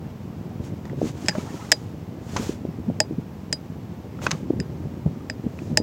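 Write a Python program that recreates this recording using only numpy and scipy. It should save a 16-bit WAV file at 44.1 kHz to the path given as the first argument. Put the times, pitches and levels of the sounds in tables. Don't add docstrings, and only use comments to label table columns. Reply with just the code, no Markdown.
import sys
import numpy as np
from scipy import signal
from scipy.fft import rfft, irfft
from scipy.io import wavfile

SR = 44100
rng = np.random.default_rng(int(sys.argv[2]) if len(sys.argv) > 2 else 0)


def log_audio(samples):
    frames = np.atleast_2d(samples).T
    limited = np.clip(frames, -1, 1)
    pcm = np.round(limited * 32767).astype(np.int16)
    wavfile.write(sys.argv[1], SR, pcm)


N = 256750


def amp(db):
    return 10 ** (np.asarray(db) / 20)


def unit(x):
    return x / np.sqrt(np.mean(x ** 2) + 1e-20)


def add(mix, start_s, sound):
    part = mix[max(round(start_s * SR), 0):][:len(sound)]
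    part += sound[:len(part)]


def colour(x, points, tilt_db=0):
    noise_edge_hz = 15850
    hz = np.fft.rfftfreq(len(x), 1 / SR) + 1
    point_hz, point_db = np.transpose(points)
    curve_db = np.interp(np.log(hz), np.log(point_hz), point_db)
    tilt_curve_db = tilt_db * np.log2(np.maximum(hz, 300) / 3000)
    gain = amp(curve_db + tilt_curve_db) * (hz < noise_edge_hz)
    return unit(irfft(rfft(x) * gain, len(x)))


def drift(rate_hz):
    hz = np.fft.rfftfreq(N, 1 / SR)
    spectrum = rfft(rng.standard_normal(N)) / (1 + (hz / rate_hz) ** 4)
    return unit(irfft(spectrum, N))


def grains(per_s, spread_db):
    size_db = spread_db * np.minimum(rng.exponential(1, N), 4)
    size = amp(size_db) * rng.choice([-1, 1], N)
    return size * (rng.random(N) < per_s / SR)


def ring(modes, t, rise_s, bright_db=0):
    tones = np.zeros(len(t))
    for hz, level_db, t60_s in modes:
        chance_db = rng.uniform(-2, 2)
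        tilt_db = bright_db * np.log2(hz / 4900)
        fall_db = 60 * t / t60_s
        tones += amp(level_db + chance_db + tilt_db - fall_db) * np.sin(2 * np.pi * hz * t)
    return (1 - np.exp(-t / rise_s)) * tones


def swell(t, peak_s, power):
    return (t / peak_s * np.exp(1 - t / peak_s)) ** power


def microphone_hiss():
    # (pitch_hz [Hz], level_db [dB])
    hiss_colour = [(100, 3.5), (7000, -9.5), (9500, -6.5), (12000, 1), (15500, 3.5)]
    return amp(-67.5) * colour(rng.standard_normal(N), hiss_colour)


def water():
    # (time_s [s], level of the low rumble before its surges level_db [dB])
    chop = [(0.0, -37), (0.26, -37.5), (0.92, -33.5), (1.83, -38), (2.45, -35), (4.05, -38.5), (4.21, -34),
            (4.73, -32), (5.22, -36.5), (5.4, -36.5), (5.69, -33), (5.82, -30.5)]
    # (pitch_hz [Hz], level_db [dB])
    rumble_colour = [(20, -44.5), (32, -31.5), (50, -18.5), (70, -8), (95, -1), (160, -1), (250, -6),
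                     (400, -14), (600, -24), (1200, -52), (3000, -74)]
    # (pitch_hz [Hz], level_db [dB])
    wash_colour = [(150, -9), (450, 0), (900, -2.5), (1400, -11.5), (2800, -16.5), (4000, -21.5),
                   (5500, -22), (7700, -26.5), (9000, -34), (16000, -43)]
    laps_per_s, lap_blur = 240, 0.59
    wash_db, wash_follows = -48.5, 0.15

    chop_db = np.interp(np.arange(N) / SR, *np.transpose(chop))
    laps = unit(grains(per_s=laps_per_s, spread_db=2.5)) + lap_blur * rng.standard_normal(N)
    surge_db = 2.4 * np.abs(drift(25))
    rumble = colour(laps, rumble_colour) * amp(chop_db + surge_db)

    ripples = unit(grains(per_s=1200, spread_db=1)) + 2.16 * rng.standard_normal(N)
    follow_db = wash_follows * (chop_db - chop_db.mean())
    wash = colour(ripples, wash_colour) * amp(wash_db + follow_db + 0.47 * drift(20))
    return rumble + wash


def bubbles():
    # (start_s [s], level_db [dB], start_hz [Hz], end_hz [Hz], length_s [s])
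    chirps = [(1.317, -37, 1720, 1660, 0.017), (1.367, -48, 2410, 2190, .055),
              (1.55, -47, 1430, 1260, 0.044), (1.594, -40, 930, 1030, 0.024),
              (1.604, -42.5, 1323, 1250, 0.045), (1.638, -44, 800, 840, 0.03)]
    trickle_start_s, trickle_end_s, trickle_fade_s = 1.3, 1.72, 0.078
    trickle_per_s, stray_per_s = 170, 9.2

    out, t, now = np.zeros(N), np.arange(SR // 25) / SR, np.arange(N) / SR
    inside_s = np.minimum(now - trickle_start_s, trickle_end_s - now)
    flow = np.clip(0.5 + inside_s / trickle_fade_s, 0, 1)
    per_s = stray_per_s + trickle_per_s * flow
    births = np.flatnonzero(rng.random(N) < per_s / SR)
    for at, (small, faint) in zip(births, rng.random((len(births), 2))):
        cycles = 700 * 3.0 ** small * t
        swing = np.sin(2 * np.pi * cycles * (1 + 0.002 * cycles))
        tone = swing * np.exp(-cycles / 11) * (1 - np.exp(-cycles))
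        flow_db = 5 * np.log10(per_s[at] / per_s.max())
        add(out, at / SR, amp(-35 - 12.5 * faint - 7.8 * small + flow_db) * tone)
    for start_s, level_db, start_hz, end_hz, length_s in chirps:
        hz = np.linspace(start_hz, end_hz, int(length_s * SR))
        tone = np.sin(2 * np.pi * np.cumsum(hz) / SR)
        add(out, start_s, amp(level_db) * np.hanning(len(hz)) * tone)
    return out


def fabric():
    # (fastest_s [s], level_db [dB], rise_s [s], fall_s [s])
    strokes = [(.655, -49.5, 0.031, 0.043), (1.085, -41, .07, 0.029), (1.27, -45, .11, 0.078),
               (1.39, -44, 0.062, 0.079), (1.55, -46.5, 0.11, 0.27), (2.45, -38, 0.14, 0.083),
               (4.248, -34.5, 0.022, 0.02), (4.32, -48.5, .05, 0.083), (5.67, -55, .15, 0.071)]
    # (pitch_hz [Hz], level_db [dB])
    rub_colour = [(150, -15), (500, 13), (1100, 4.5), (1700, 2), (3000, 0.5), (5000, -3), (6900, -1.5),
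                  (8000, -8.5), (9500, -13), (12000, -16), (15500, -15)]
    fizz_colour = [(1500, -26), (5000, 7.5), (7000, 9), (10000, -5.5), (15500, -21.5)]  # (Hz, dB)
    fizz_db, fizz_growth = -44, 0.97

    t = np.arange(N) / SR
    power = np.zeros(N)
    for fastest_s, level_db, rise_s, fall_s in strokes:
        width_s = np.where(t < fastest_s, rise_s, fall_s)
        stroke = amp(level_db) * np.exp(-((t - fastest_s) / width_s) ** 2)
        power += stroke ** 2
    speed = np.sqrt(power)

    fibres = unit(grains(per_s=3400, spread_db=4)) + 1.4 * rng.standard_normal(N)
    swish = colour(fibres, rub_colour) * speed
    fizz = colour(rng.standard_normal(N), fizz_colour)
    fizz = amp(fizz_db) * fizz * (speed / speed.max()) ** fizz_growth
    return (swish + fizz) * amp(0.8 * drift(60))


def clacks():
    # (start_s [s], level_db [dB], brightness bright_db [dB per octave],
    # decay_s [s], own tone pitch_hz [Hz], tone_db [dB])
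    clack_list = [(.854, -33, -2.5, 0.0018, 1840, -5), (0.8974, -37, -6, .0028, 1930, -3),
                  (1.351, -31, -6.5, .011, 612, 6.5), (2.363, -12.5, -11.5, .0013, 1080, -11),
                  (2.3651, -22, 2.5, 0.0063, 1033, -2.5), (4.190, -38.5, -16, .0028, 1340, 2.5),
                  (4.2176, -33.5, -1.5, 0.0039, 2240, -14), (4.2657, -20.5, 0, 0.0029, 1516, 5),
                  (4.2675, -16.5, -2.5, 0.0029, 2560, -1.5), (4.309, -19, 4, .0016, 1600, -3),
                  (4.3139, -14.5, 6, .0024, 6070, -3), (5.5893, -33.5, -5, .002, 2530, .5)]
    # (pitch_hz [Hz], level_db [dB])
    clack_colour = [(150, -13), (450, -2), (1200, 4.5), (1700, -1.5), (3000, -4.5), (4500, -9.5),
                    (6500, -7), (8000, -23), (9500, -31), (16000, -56)]

    out, t = np.zeros(N), np.arange(SR // 8) / SR
    press = 1 - np.exp(-(t / 0.000065) ** 2)
    for start_s, level_db, bright_db, decay_s, pitch_hz, tone_db in clack_list:
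        contacts = colour(rng.laplace(size=len(t)), clack_colour, bright_db)
        burst = contacts * np.exp(-t / decay_s)
        tone_shape = swell(t, peak_s=0.2 * decay_s, power=0.24)
        tone = amp(tone_db) * np.sin(2 * np.pi * pitch_hz * t) * tone_shape
        rattle = colour(rng.standard_normal(len(t)), clack_colour, -2) * np.exp(-t / 0.018)
        add(out, start_s, amp(level_db) * press * (burst + tone + amp(-16) * rattle))
    return out


def clicks():
    # (start_s [s], force_db [dB], brightness bright_db [dB per octave],
    # gritty crack_db [dB], long metal ring metal_db [dB], deck ring deck_db [dB])
    click_list = [(1.2600, -34.5, -2, -6, 5, -8), (1.2840, -9.5, -2, -8, -6, 0.5),
                  (1.2879, -17.5, -2, -8.5, -4, 2.5), (1.2930, -18.5, -6, -6, 3, -24),
                  (1.3095, -35, -5, -9.5, -8, -8), (1.7175, -4, -1, -7, 1, -7),
                  (1.7216, -4.5, -3.5, -8.5, -1, -3), (3.0023, -7.5, 1, -12, 1, 3.5),
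                  (3.527, -13, 2.5, -10.5, 7, -5), (4.6005, -24.5, -2.5, -12.5, 3, -16),
                  (5.2987, -19.5, -5.5, -12.5, 0, -4.5), (5.7727, -3.5, 0.5, -15.5, -1.5, -2)]
    # (pitch_hz [Hz], level_db [dB])
    snap_tones = [(1790, -4.5), (2080, -26), (2600, -12), (5080, 0.5), (6400, -15.5), (7000, -14.5),
                  (7600, -10), (10900, -30.5)]
    # (pitch_hz [Hz], level_db [dB])
    crack_colour = [(300, -16), (700, -4), (1250, -19), (1800, 3.5), (2600, 6.5), (3500, 1), (5000, 3.5),
                    (7600, 9.5), (9300, -8.5), (11000, -8.5), (12500, -25), (16000, -20)]
    # (pitch_hz [Hz], level_db [dB], time to fall by 60 dB t60_s [s])
    metal_modes = [(3100, -32, 0.049), (3640, -37, 0.06), (3920, -34, 0.0707), (4710, -28, .075),
                   (4910, -13, .079), (5150, -24, 0.027), (6400, -47.5, .05), (7300, -35, 0.056),
                   (8360, -38.5, 0.077), (10700, -52, 0.13)]
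    # (pitch_hz [Hz], level_db [dB], time to fall by 60 dB t60_s [s])
    deck_modes = [(304, -18.5, .07), (478, -17.5, 0.068), (625, -7.5, 0.056), (700, -19.5, .03),
                  (842, -14, 0.06), (1809, -22, 0.048)]

    out, t = np.zeros(N), np.arange(SR // 7) / SR
    chatter = swell(t, peak_s=0.0014, power=3.2)
    grit = swell(t, peak_s=0.00096, power=0.56)
    for start_s, force_db, bright_db, crack_db, metal_db, deck_db in click_list:
        snap = np.zeros(len(t))
        for pitch_hz, level_db in snap_tones:
            tilt_db = bright_db * np.log2(pitch_hz / 3500)
            snap += amp(level_db + tilt_db) * np.sin(2 * np.pi * pitch_hz * t)
        crack = colour(rng.standard_normal(len(t)), crack_colour, bright_db)
        contact = snap * chatter + amp(crack_db) * crack * grit
        scatter = amp(-27.0) * crack * np.exp(-t / 0.01)
        metal = amp(metal_db) * ring(metal_modes, t, rise_s=0.001, bright_db=bright_db)
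        deck = amp(deck_db) * ring(deck_modes, t, rise_s=0.0013)
        add(out, start_s, amp(force_db) * (contact + scatter + metal + deck))
    return out


def squeezed_air(t, hz, cycles):
    return np.sin(2 * np.pi * hz * t) / np.cosh(np.clip(t * hz / cycles, -30, 30))


def slaps():
    # (middle of the first knock middle_s [s], level_db [dB], pitch_hz [Hz],
    # sharp edge_db [dB], length [cycles], loss_db at each rebound [dB])
    slap_list = [(.933, -21.5, 378, -11.5, 0.26, 25), (1.0176, -13.5, 320, 0, 0.2, 27),
                 (1.031, -11.5, 277, -18, 0.38, 3), (1.248, -19, 282, -26, 0.48, 23),
                 (1.385, -13.5, 209, -10, 0.39, 25), (1.544, -19, 285, -18, 0.33, 20),
                 (2.399, -15.5, 249, -25, 0.36, 8), (2.4956, -11, 280, -25, .36, 25),
                 (2.6525, -16.5, 275, -9, 0.31, 18), (2.690, -18, 175, -28, 0.48, 24.5),
                 (2.889, -14, 216, -25, 1.15, 24), (2.901, -14.5, 187, -5.5, 0.54, 25),
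                 (3.111, -15, 250, -26, 0.31, 8.5), (3.186, -13.5, 200, -26, 0.38, 25),
                 (4.430, -21.5, 196, -27, 0.57, 15), (4.506, -8, 301, -10, 0.55, 23),
                 (4.537, -20, 270, -12, 0.48, 20), (4.608, -15.5, 170, -36, 0.35, 24),
                 (5.0634, -9.5, 153, -12, 0.38, 9), (5.173, -21, 188, -27, 0.32, 25),
                 (5.442, -18.5, 249, -32, 0.3, 6), (5.4667, -11, 212, -20, 0.32, 25),
                 (5.717, -14, 174, -21, 0.34, 3), (5.8022, -13, 255, -13, 0.29, 27)]
    hollow_colour = [(80, 3.5), (250, 5.5), (450, 7.0), (750, -33), (1300, -33.5), (3000, -61)]  # (Hz, dB)
    rebound_s, rebound_dull_db = 0.01291, 1
    edge_ring_hz, hollow_db = 537, -17

    out, t = np.zeros(N), np.arange(-SR // 25, SR // 12) / SR
    after_shape = swell(np.maximum(t, 0), peak_s=0.0032, power=0.8)
    for middle_s, level_db, pitch_hz, edge_db, cycles, loss_db in slap_list:
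        for k in range(4):
            thud = squeezed_air(t, pitch_hz, cycles)
            edge_gain = amp(edge_db - k * rebound_dull_db)
            edge = edge_gain * squeezed_air(t, edge_ring_hz, cycles=0.41)
            hollow = colour(rng.standard_normal(len(t)), hollow_colour)
            after = amp(hollow_db) * hollow * after_shape
            knock = amp(level_db - k * loss_db) * (thud + edge + after)
            add(out, middle_s + k * rebound_s + t[0], knock)
    return out


def scene():
    background = microphone_hiss() + water() + bubbles()
    gear = fabric() + clacks() + clicks()
    return (background + gear + slaps())[None]


def record(dry):
    edge_hz = 16600
    bass_cut = signal.butter(3, 42, "highpass", fs=SR, output="sos")
    thin = signal.sosfilt(bass_cut, dry)
    rounded = thin / (1 + (thin / 0.93) ** 6) ** (1 / 6)
    treble_cut = signal.firwin(301, edge_hz, window=("kaiser", 9), fs=SR)
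    return signal.oaconvolve(rounded, treble_cut[None], "same")


dry = scene()
out = record(dry)
log_audio(out)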